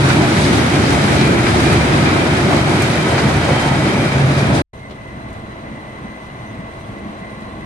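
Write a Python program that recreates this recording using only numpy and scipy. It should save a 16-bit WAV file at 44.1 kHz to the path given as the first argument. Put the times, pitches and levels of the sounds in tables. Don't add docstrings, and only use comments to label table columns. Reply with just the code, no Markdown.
import sys
import numpy as np
from scipy import signal
from scipy.fft import rfft, irfft, next_fast_len
from scipy.io import wavfile
from scipy.ndimage import uniform_filter1d

SR = 44100
rng = np.random.default_rng(int(sys.argv[2]) if len(sys.argv) > 2 else 0)


def int16_out(signal):
    q = np.round(np.clip(np.atleast_2d(signal).T, -1, 1) * 32767)
    wavfile.write(sys.argv[1], SR, q.astype(np.int16))


N = 337365
TIME = np.arange(N) / SR
SIZE = next_fast_len(N, real=True)
FREQ = np.maximum(np.arange(SIZE // 2 + 1) * SR / SIZE, 1)

WAGONS_END_S, RAILCAR_START_S = 4.621, 4.731
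MIC_SPAN_MS = 0.49
RAILCAR_LAG_MS = -0.37
SWITCHING_HZ = 1011.4
ALIKE = .985 * np.sinc(2 * FREQ * MIC_SPAN_MS / 1000)
# [f/Hz, level/dB per Hz]
ROLLING_SLOPE = [(25, -31), (45, -19.5), (72, -3), (140, 0), (185, -1), (300, 2), (355, 2), (480, -8.5),
                 (680, -10), (1100, -16), (2200, -17), (2800, -24), (6200, -31), (9700, -32.5),
                 (13000, -51.5)]


def wagons():
    # [f/Hz, width/Hz, level/dB over the rolling noise]
    steel_modes = [(144.5, 19, -2), (582, 7.3, 3.5), (950, 47, 1.5), (1279, 18, 6.5), (1510, 390, 2.5),
                   (2540, 77, 1.5), (3270, 630, 1), (3780, 290, 3.5), (4090, 180, 3), (4520, 60, 5),
                   (4950, 120, 6.5), (5230, 200, -3.5), (5720, 540, 2.5)]
    steel = colour(ROLLING_SLOPE, steel_modes)
    paths = bogie_paths()
    loss_db = distance_loss_db()
    roar_db = -18.5 - 0.38 * loss_db
    jolt = drift(10)
    rolling = hopper_rumble(steel, paths, loss_db) + frame_drone(steel, paths, loss_db, jolt)
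    rolling = rolling + wheel_roar(steel, paths, roar_db, jolt) + rail_hum(steel, paths, roar_db, loss_db)
    ringing_steel = groans() + hopper_tone(waver_db=1.5, wander=0.79) + squeals() + flange_ring(roar_db)
    impacts = rattle(steel, roar_db) + chatter(steel, roar_db) + pings(loss_db)
    return rolling + ringing_steel + impacts + scrapes() + grit_hiss(steel, paths, jolt)


def bogie_paths():
    # [t/s, last bogie lag/ms, wagons ahead lag/ms]
    bogie_lags = [(0, 0.19, 0.19), (.7, 0.38, -0.13), (1.7, 0.41, -0.094), (2.35, 0.2, -0.17),
                  (3.1, 0.00039, -0.1), (3.8, -0.043, -0.15), (4.6, -0.25, -0.21)]
    last_ms, ahead_ms = in_time(bogie_lags)
    last_share = 0.58
    return [(last_share, last_ms), (1 - last_share, ahead_ms)]


def distance_loss_db():
    tail_passes_s, speed_m_per_s, track_distance_m = 1.57, 4.2, 6.26
    along_m = speed_m_per_s * np.maximum(TIME - tail_passes_s, 0)
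    return 20 * np.log10(np.hypot(along_m, track_distance_m) / track_distance_m)


def hopper_rumble(steel, paths, loss_db):
    # [t/s, change of level/dB]
    rumble_swells = [(0.2, 0.5), (0.55, 0.5), (0.94, 1), (1.2, 1.5), (1.51, 1), (1.76, 2), (2.7, 2),
                     (3.04, -1), (3.3, 2), (3.47, 2), (4.23, 1), (4.55, 3)]
    swell_db = sum(db * swell(s, half_s=0.076) for s, db in rumble_swells)
    deep_db = -23 - 0.53 * loss_db + 1.6 * swell_db + drift(12)
    boom_db = -19.5 - 0.15 * loss_db + swell_db + 1.8 * drift(11)
    deep = from_db(deep_db) * street_noise(steel * band(15, 114), paths, direct=0.37)
    boom = from_db(boom_db) * street_noise(steel * band(89, 188), paths, direct=0.51)
    return deep + boom


def frame_drone(steel, paths, loss_db, jolt):
    # [t/s, change of level/dB]
    shudders = [(.2, 3.5), (.5, 4), (.83, 2.5), (1.3, 2.5), (1.58, 1), (1.82, -1), (2.05, 3), (2.23, 2),
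                (2.49, 4), (2.79, 3), (3.27, 2), (3.85, 4.5), (3.96, 4), (4.55, 6)]
    shudder_db = sum(db * swell(s, half_s=0.063) for s, db in shudders)
    level_db = -18 - loss_db + shudder_db + .5 * jolt
    return from_db(level_db) * street_noise(steel * band(187, 418), paths, direct=0.26)


def wheel_roar(steel, paths, roar_db, jolt):
    return from_db(roar_db + 0.57 * jolt) * street_noise(steel * band(557, 3770), paths, direct=0.3)


def rail_hum(steel, paths, roar_db, loss_db):
    rail_db = -12.5 + 1.2 * loss_db
    return from_db(roar_db + rail_db) * street_noise(steel * band(500, 850), paths, direct=0.4)


def groans():
    # [t/s, centre f/Hz, level/dB]
    groan_rows = [(.16, 646, -26), (.24, 780, -24.5), (.97, 615, -23), (1.15, 670, -23.5),
                  (1.36, 653.5, -26.5), (1.57, 680, -24), (1.9, 590, -23), (2.24, 635, -23),
                  (2.54, 680, -19.5), (2.72, 726, -25), (3.12, 616, -23), (3.15, 440, -23),
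                  (3.28, 420, -24.5), (3.31, 655, -26), (3.5, 555, -18.5), (3.6, 720, -24.5),
                  (3.7, 870, -21.5), (4.56, 595, -20)]
    half_s, half_width_hz = 0.062, 77
    rings = rubs([(s, half_s, hz, half_width_hz, db) for s, hz, db in groan_rows])
    return to_time(rfft(rings, SIZE) * band(370, 1200))


def hopper_tone(waver_db, wander):
    # [t/s, f/Hz, level/dB before the 4.5 dB lift below]
    hopper_pitch = [(0, 137.6, -19), (.25, 140, -23), (.45, 146.4, -25), (.72, 136, -27), (.95, 143.1, -22),
                    (1.2, 142.2, -25.5), (1.5, 138.2, -25), (1.62, 148.5, -26.5), (1.75, 147, -23.5),
                    (2.2, 145.8, -24), (2.45, 140, -28.5), (3.15, 138.4, -24), (3.32, 138.5, -20.5),
                    (3.6, 143.6, -30), (3.77, 137.5, -19.5), (4.02, 142.4, -24.5), (4.12, 140.7, -23.5),
                    (4.27, 137.9, -18), (4.43, 135.3, -24.5), (4.6, 139.5, -24.5)]
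    hz, db = in_time(hopper_pitch)
    phase = 2 * np.pi * np.cumsum(hz) / SR + wander * drift(6.6)
    return from_db(db + 4.5 + waver_db * drift(7.9)) * np.sin(phase)


def squeals():
    # [f/Hz, half width/Hz, relative level/dB]
    wheel_modes = [(2340, 15, -7), (2367, 12, -10), (2412, 16, -6)]
    # [t/s, half length/s, level/dB before the 1.5 dB trim below]
    bites = [(.13, .06, -34), (.75, 0.046, -35), (1.25, .07, -29), (1.4, 0.065, -37), (1.68, 0.038, -26),
             (1.816, 0.038, -28), (2.081, .025, -29), (2.2, .06, -32), (2.83, 0.022, -26),
             (2.981, 0.068, -32.5), (3.362, 0.037, -34), (3.97, 0.052, -30.5), (4.113, 0.066, -30),
             (4.437, .07, -33)]
    between_bites = from_db(-41)
    level = between_bites + sum(from_db(db - 1.5) * swell(s, half_s) for s, half_s, db in bites)
    return level * steady(echoing(ringing(wheel_modes) * band(2100, 2600)))


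def flange_ring(roar_db):
    # [f/Hz, half width/Hz, relative level/dB]
    flange_modes = [(1275, 6.8, -7.5), (1982.4, 14, -4), (2237, 20, -7), (3130, 51, -12.5), (5180, 34, -20)]
    # [t/s, level/dB against the roar, before the 1.5 dB trim below]
    flange_level = [(0, -17), (.4, -17), (.9, -11), (1.8, -16), (3.0, -10.5), (3.3, -9), (3.6, -10.5),
                    (3.9, -8), (4.6, -25)]
    flange_db, = in_time(flange_level)
    return from_db(roar_db + flange_db - 1.5 + 2 * drift(11)) * echoing(ringing(flange_modes))


def rattle(steel, roar_db):
    # [t/s, relative peak level/dB]
    clanks = [(0.0954, -2.5), (0.4519, -8), (1.4666, -3), (1.5409, -13.5), (1.6754, -22), (1.9354, -12),
              (2.0564, -6), (2.0884, -14), (3.1434, -8), (3.1792, -4.5), (4.1184, -10)]
    loose = from_db(roar_db - 11) * grains(per_s=90, spread_db=16, t60=0.41)
    knocks = loose + from_db(-14.5) * blows(clanks, t60=0.12)
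    return knocks * echoing(steel * band(1010, 5800))


def chatter(steel, roar_db):
    per_s, t60_s = 55, 0.057
    common = grains(per_s, spread_db=7.5, t60=t60_s)
    rings = 0
    for low_hz, high_hz in ((520, 1100), (1100, 1300), (1800, 3500)):
        contacts = common + grains(per_s, spread_db=12, t60=t60_s)
        rings = rings + contacts * echoing(steel * band(low_hz, high_hz))
    return from_db(roar_db - 12) * rms_one(rings)


def pings(loss_db):
    count, low_hz, high_hz, t60_s, level_db = 300, 280.8, 2620, 0.27, -17.5
    out, t = np.zeros((2, N)), np.arange(SR // 4) / SR
    shape = from_db(-60 * t / t60_s) * np.minimum(t / .004, 1)
    slope_hz, slope_db = np.transpose(ROLLING_SLOPE)
    for when, pitch, size, place in rng.random((count, 4)):
        hz = low_hz * (high_hz / low_hz) ** pitch
        db = level_db + np.interp(np.log(hz), np.log(slope_hz), slope_db) - 8 * size
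        lag_s = np.array([[-1], [1]]) * (place - .5) * MIC_SPAN_MS / 1000
        start = int(when * WAGONS_END_S * SR)
        out[:, start:start + len(t)] += from_db(db) * shape * np.sin(2 * np.pi * hz * (t + lag_s))
    return from_db(-.7 * loss_db) * out


def scrapes():
    # [t/s, half length/s, centre f/Hz, level/dB]
    scrape_rows = [(0.105, 0.042, 1500, -19.5), (0.37, .04, 1700, -25), (.45, 0.033, 4200, -29.5),
                   (.56, .07, 1300, -28), (0.873, .05, 4500, -29), (.9, .09, 1297, -29),
                   (1.206, 0.056, 3630, -26.5), (1.545, .025, 2000, -36), (2.26, .02, 2500, -29),
                   (2.54, .04, 1200, -29), (2.826, 0.022, 3880, -30.5), (2.94, .025, 4280, -30.5),
                   (3.2, 0.14, 1598, -34), (3.22, .12, 3700, -35), (3.43, .03, 1500, -29.5),
                   (4.38, .04, 4200, -34)]
    width_share = .16
    rings = rubs([(s, half_s, hz, width_share * hz, db) for s, half_s, hz, db in scrape_rows])
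    return grains(per_s=510, spread_db=14.5, t60=.02) * to_time(rfft(rings, SIZE) * band(800, 6500))


def grit_hiss(steel, paths, jolt):
    # [t/s, level/dB before the 1.5 dB trim below]
    grit_level = [(0, -27.5), (.1, -24), (.22, -27.5), (.45, -23), (.66, -26.5), (.8, -26), (1.2, -26.5),
                  (1.36, -28.5), (1.57, -25), (1.8, -27), (2.15, -28.5), (2.74, -27.5), (2.92, -27),
                  (3.02, -29), (3.3, -28.5), (4.1, -31), (4.29, -32), (4.42, -30), (4.52, -34.5),
                  (4.555, -25.5), (4.6, -30.5)]
    grit_db, = in_time(grit_level)
    crunch = 1 + from_db(-17) * grains(per_s=120, spread_db=26, t60=0.03)
    hiss = street_noise(steel * band(2920, 18000), paths, direct=0.17)
    return from_db(grit_db - 1.5 + 0.66 * jolt) * crunch * hiss


def cracks():
    # [t/s, level/dB]
    snaps = [(2.819, -25), (5.302, -52.5), (5.329, -49), (6.545, -55), (6.79, -56), (7.405, -53)]
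    return blows(snaps, t60=0.089) * echoing(band(5000, 8800))


def railcar():
    # [f/Hz, level/dB per Hz]
    distant_slope = [(25, -9), (60, -3.5), (130, 3.5), (230, -0.5), (420, -10.5), (640, -9.5), (850, -13),
                     (1500, -15.5), (2700, -25), (3700, -30.5), (5000, -39), (7300, -40.5), (9700, -43),
                     (13000, -50)]
    # [f/Hz, width/Hz, level/dB over the rolling noise]
    housings = [(1070, 310, 4.5), (1270, 150, -3), (2005, 90, 9.5), (4000, 72, 9), (6040, 190, 4.5),
                (8100, 190, 5), (8940, 480, 7), (10200, 320, 7)]
    # [t/s, rumble level/dB, motor drone level/dB]
    far_bass = [(4.75, -37.5, -45), (4.98, -39, -42.5), (5.13, -36, -34), (5.25, -34.5, -39),
                (5.46, -35.5, -34), (5.58, -42, -36), (5.68, -37, -31.5), (5.8, -38, -37),
                (5.92, -39, -44.5), (6.05, -37, -33.5), (6.19, -47.5, -40), (6.28, -37, -44.5),
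                (6.42, -35, -44), (6.58, -36, -33.5), (6.74, -37.5, -47), (6.91, -34.5, -34.5),
                (7.07, -40.5, -32.5), (7.15, -40, -38), (7.27, -40, -36), (7.48, -37.5, -36.5),
                (7.65, -36, -38)]
    rumble_db, motor_db = in_time(far_bass)
    far = colour(distant_slope, housings)
    elapsed = TIME - RAILCAR_START_S
    approach_db = 0.42 * elapsed
    onset_db = -4 * np.clip(1 - elapsed / 0.42, 0, 1)
    rolling_db = -34.5 + approach_db + onset_db
    noise = far_rolling(far, rumble_db, motor_db, rolling_db, approach_db)
    one_side = arriving(motor_hum(motor_db) + gear_tones(rolling_db) + thumps(far), RAILCAR_LAG_MS)
    return noise + whine() + one_side + high_gears(elapsed) + clack() + chirps()


def far_rolling(far, rumble_db, motor_db, rolling_db, approach_db):
    path = [(0.96, RAILCAR_LAG_MS)]
    rumble = from_db(rumble_db + 1) * street_noise(far * band(15, 148), path, direct=0.22)
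    drone = from_db(motor_db - 5) * street_noise(far * band(197, 370), path, direct=0.88)
    rolling_db = rolling_db - 0.4 + 0.64 * drift(8.1)
    rolling = from_db(rolling_db) * street_noise(far * band(287, 5850), path, direct=0.45)
    air = from_db(-52 + approach_db + drift(18)) * echoing(far * band(2800, 14000))
    return rumble + drone + rolling + air


def whine():
    # [t/s, level/dB]
    whine_level = [(4.75, -50), (4.8, -55.5), (4.85, -39.5), (4.89, -56), (4.95, -56), (4.99, -46.5),
                   (5.06, -40), (5.18, -52.5), (5.27, -42.5), (5.35, -49.5), (5.58, -46.5), (5.76, -46),
                   (5.82, -49), (5.9, -43.5), (6.2, -43), (6.48, -44.5), (6.52, -43), (6.56, -50.5),
                   (6.62, -42), (6.75, -45), (7.0, -55), (7.04, -42.5), (7.11, -64), (7.23, -43),
                   (7.47, -49), (7.65, -45.5)]
    # [t/s, 4th level/dB, 6th level/dB, 8th level/dB]
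    overtone_levels = [(4.75, -72, -78, -85), (5.1, -70, -82, -83), (5.4, -70, -81, -85),
                       (5.68, -72, -86, -87), (5.88, -67, -75, -68), (6.1, -66.5, -71, -76),
                       (6.3, -68.5, -72, -77), (6.52, -68, -66, -71), (6.68, -70, -77, -76),
                       (6.83, -67, -70.5, -70), (6.95, -67, -79, -79.5), (7.08, -68, -75, -74),
                       (7.32, -61, -70.5, -69), (7.5, -59, -70, -73), (7.65, -68, -76, -79)]
    # [f/Hz off its pitch, relative level/dB]
    sidebands = [(-131, -17), (97.5, -22)]
    # [multiple of the switching rate, lower level/dB, upper level/dB], at mid-passage
    beat_lines = [(2, -64, -64), (4, -72, -74), (6, -75, -79), (8, -80, -82)]
    motor_beat_hz = 39.3
    main_db, = in_time(whine_level)
    fourth_db, sixth_db, eighth_db = in_time(overtone_levels)
    pan_db = 2.5 * np.array([[.5], [-.5]])
    out = far_line(2 * SWITCHING_HZ, main_db - 0.3 + pan_db, flutter_db=1.6, wander=.27)
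    tenth_db = eighth_db - 7.5
    for multiple, db in ((4, fourth_db), (6, sixth_db), (8, eighth_db), (10, tenth_db)):
        out = out + far_line(multiple * SWITCHING_HZ, db, flutter_db=5, wander=.55)
    fading_db = -2 * (TIME - (RAILCAR_START_S + TIME[-1]) / 2)
    for multiple, lower_db, upper_db in beat_lines:
        for side, db in ((-1, lower_db), (0.99, upper_db)):
            hz = multiple * SWITCHING_HZ + side * motor_beat_hz
            out = out + far_line(hz, db + fading_db, flutter_db=4.5, wander=.5)
    side_lines = [(2 * SWITCHING_HZ + off_hz, db) for off_hz, db in sidebands]
    side_gain = from_db(-37.5 + .5 * (main_db - main_db.mean()))
    return out + arriving(side_gain * tones(side_lines, waver_db=7, wander=1.3), RAILCAR_LAG_MS)


def far_line(hz, db, flutter_db, wander):
    arrival = TIME + np.array([[-1], [1]]) * RAILCAR_LAG_MS / 2000
    phase = 2 * np.pi * (hz * arrival % 1) + wander * drift(12)
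    flutter = flutter_db * np.array([drift(11), drift(21)])
    return np.sqrt(2) * from_db(db + flutter) * np.sin(phase.astype(np.float32))


def motor_hum(motor_db):
    # [f/Hz, relative level/dB]
    hum_lines = [(60, -6.5), (102, -9.5), (198, -4), (215.5, -0.5), (237, -8.5), (270, -13.5), (301, -17),
                 (321, -10)]
    return from_db(motor_db - 1) * tones(hum_lines, waver_db=1.8, wander=0.55)


def gear_tones(rolling_db):
    # [f/Hz, relative level/dB]
    gear_lines = [(630, -6.5), (662, -3.5), (691, -17), (866, -8.5)]
    mesh = from_db(rolling_db - 8.5) * tones(gear_lines, waver_db=3.2, wander=0.91)
    return mesh + tones([(747, -51.5)], waver_db=3.2, wander=0.76)


def high_gears(elapsed):
    # [f/Hz, level/dB at the start]
    high_lines = [(1048, -59), (1067, -64), (1092, -62), (1126, -61.5)]
    growing = from_db(3.6 * elapsed)
    return arriving(growing * tones(high_lines, waver_db=3.2, wander=2.5), lag_ms=-.1)


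def clack():
    # [t/s, level/dB]
    clack_blows = [(4.897, -32.5), (4.909, -32)]
    # [f/Hz, level/dB per Hz]
    clack_slope = [(100, -7.5), (280, -4), (450, 1.5), (650, -10), (1030, -10), (1900, -21), (3300, -17.5),
                   (4600, -27.5), (6000, -33.5), (13000, -57)]
    return blows(clack_blows, t60=0.14) * echoing(colour(clack_slope))


def thumps(gain):
    # [t/s, level/dB, bottom edge f/Hz, top edge f/Hz]
    thump_rows = [(5.849, -27, 80, 150), (6.045, -27, 150, 300), (6.592, -21.5, 150, 350),
                  (7.059, -26, 149.2, 280), (7.215, -26, 150, 300)]
    out = 0
    for s, db, bottom_hz, top_hz in thump_rows:
        burst = blows([(s, db)], t60=0.1) * rng.standard_normal(N)
        out = out + rfft(burst, SIZE) * rms_one(gain * band(bottom_hz, top_hz))
    return to_time(out)


def chirps():
    # [t/s, f/Hz, glide/Hz per s, level/dB]
    chirp_rows = [(6.3, 2860, 2999.5, -48), (6.52, 3470, 4998.5, -51), (6.72, 3370, 7000.5, -55),
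                  (6.847, 3320, 4000, -48), (7.1, 2640, -5000, -49), (7.36, 3170, 6000, -54),
                  (7.52, 3500, 2000, -54)]
    out = 0
    for s, hz, glide, db in chirp_rows:
        t = TIME - s
        out = out + from_db(db) * swell(s, half_s=.013) * np.sin(2 * np.pi * t * (hz + glide * t / 2))
    return out


def low_floor():
    return from_db(-72) * echoing(band(10, 60))


def street_noise(gain, paths, direct):
    straight = 0
    for part, lag_ms in paths:
        straight = straight + np.sqrt(direct * part) * arriving(rms_one(to_time(gain * white())), lag_ms)
    return steady(straight + np.sqrt(1 - direct) * echoing(gain))


def echoing(gain):
    mid = to_time(gain * np.sqrt(1 + ALIKE) * white())
    side = to_time(gain * np.sqrt(1 - ALIKE) * white())
    return rms_one(np.array([mid + side, mid - side]))


def arriving(x, lag_ms):
    return np.array([np.interp(TIME + side * lag_ms / 2000, TIME, x) for side in (-1, 1)])


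def tones(lines, waver_db, wander):
    out = 0
    for hz, db in lines:
        phase = 2 * np.pi * hz * TIME + wander * drift(3)
        out = out + from_db(db + waver_db * drift(3.1)) * np.sin(phase)
    return out


def rubs(rows):
    out, friction = np.zeros((2, N)), echoing(1)
    for s, half_s, hz, half_width_hz, db in rows:
        near = slice(max(int((s - 4 * half_s) * SR), 0), int((s + 4 * half_s) * SR))
        envelope = from_db(db) * np.exp(-((TIME[near] - s) / half_s) ** 2)
        out[:, near] += envelope * resonate(friction[:, near], hz, half_width_hz)
    return out


def resonate(x, hz, half_width_hz):
    r = np.exp(-2 * np.pi * half_width_hz / SR)
    poles = [1, -2 * r * np.cos(2 * np.pi * hz / SR), r * r]
    return np.sqrt((1 - r * r) / 2) * signal.lfilter([1, 0, -1], poles, x + 1e-18)


def blows(rows, t60):
    kicks = np.zeros(N)
    for s, db in rows:
        kicks[int(s * SR)] += from_db(db)
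    return dying(kicks, t60)


def grains(per_s, spread_db, t60):
    kicks = (rng.random(N) < per_s / SR) * from_db(spread_db * rng.random(N))
    return rms_one(dying(kicks, t60))


def dying(kicks, t60):
    return signal.lfilter([1], [1, -from_db(-60 / (t60 * SR))], kicks + 1e-18)


def swell(s, half_s):
    return np.exp(-((TIME - s) / half_s) ** 2)


def drift(hz):
    r = np.exp(-80 * np.pi * hz / SR)
    slow = signal.lfilter([1], [1, -2 * r, r * r], rng.standard_normal(N // 40 + 2002))[2000:]
    return np.interp(np.arange(N) / 40, np.arange(len(slow)), rms_one(slow))


def colour(points, resonances=()):
    hz, db = np.transpose(points)
    peaks = sum(lift / (1 + (2 * (FREQ - centre) / width) ** 2) for centre, width, lift in resonances)
    return from_db(np.interp(np.log(FREQ), np.log(hz), db) + peaks)


def ringing(modes):
    return sum(from_db(db) / (1 + ((FREQ - hz) / width) ** 2) for hz, width, db in modes)


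def band(low_hz, high_hz):
    return 1 / np.sqrt((1 + (low_hz / FREQ) ** 8) * (1 + (FREQ / high_hz) ** 8))


def steady(x):
    return x / np.sqrt(uniform_filter1d(np.mean(x ** 2, axis=0), size=SR // 7) + 1e-12)


def white():
    return rng.standard_normal(2 * len(FREQ), dtype=np.float32).view(np.complex64)


def to_time(spectrum):
    return irfft(spectrum.astype(np.complex64), SIZE)[..., :N]


def in_time(rows):
    s, *columns = np.transpose(rows)
    return [np.interp(TIME, s, c) for c in columns]


def from_db(db):
    return 10 ** (np.asarray(db) / 20)


def rms_one(x):
    return x / np.sqrt(np.mean(x ** 2) + 1e-20)


def scene():
    first = np.clip((WAGONS_END_S - TIME) / .004, 0, 1)
    second = np.clip((TIME - RAILCAR_START_S) / .004, 0, 1)
    return first * wagons() + second * railcar() + cracks() + low_floor()


def record(dry):
    # [f/Hz, left minus right level/dB]
    mic_balance = [(100, 0), (200, -0.5), (370, -0.5), (670, 1.5), (1240, -0.5), (2260, 0.5), (4140, -1),
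                   (7590, -0.5), (13900, 4.5)]
    tilt = np.sqrt(colour(mic_balance))
    coloured = to_time(rfft(dry, SIZE) * np.array([tilt, 1 / tilt]))
    held = np.clip(coloured, -.97, .97)
    top_cut = signal.ellip(10, .2, 80, 13800, fs=SR, output="sos")
    return signal.sosfilt(top_cut, held)


dry = scene()
out = record(dry)
int16_out(out)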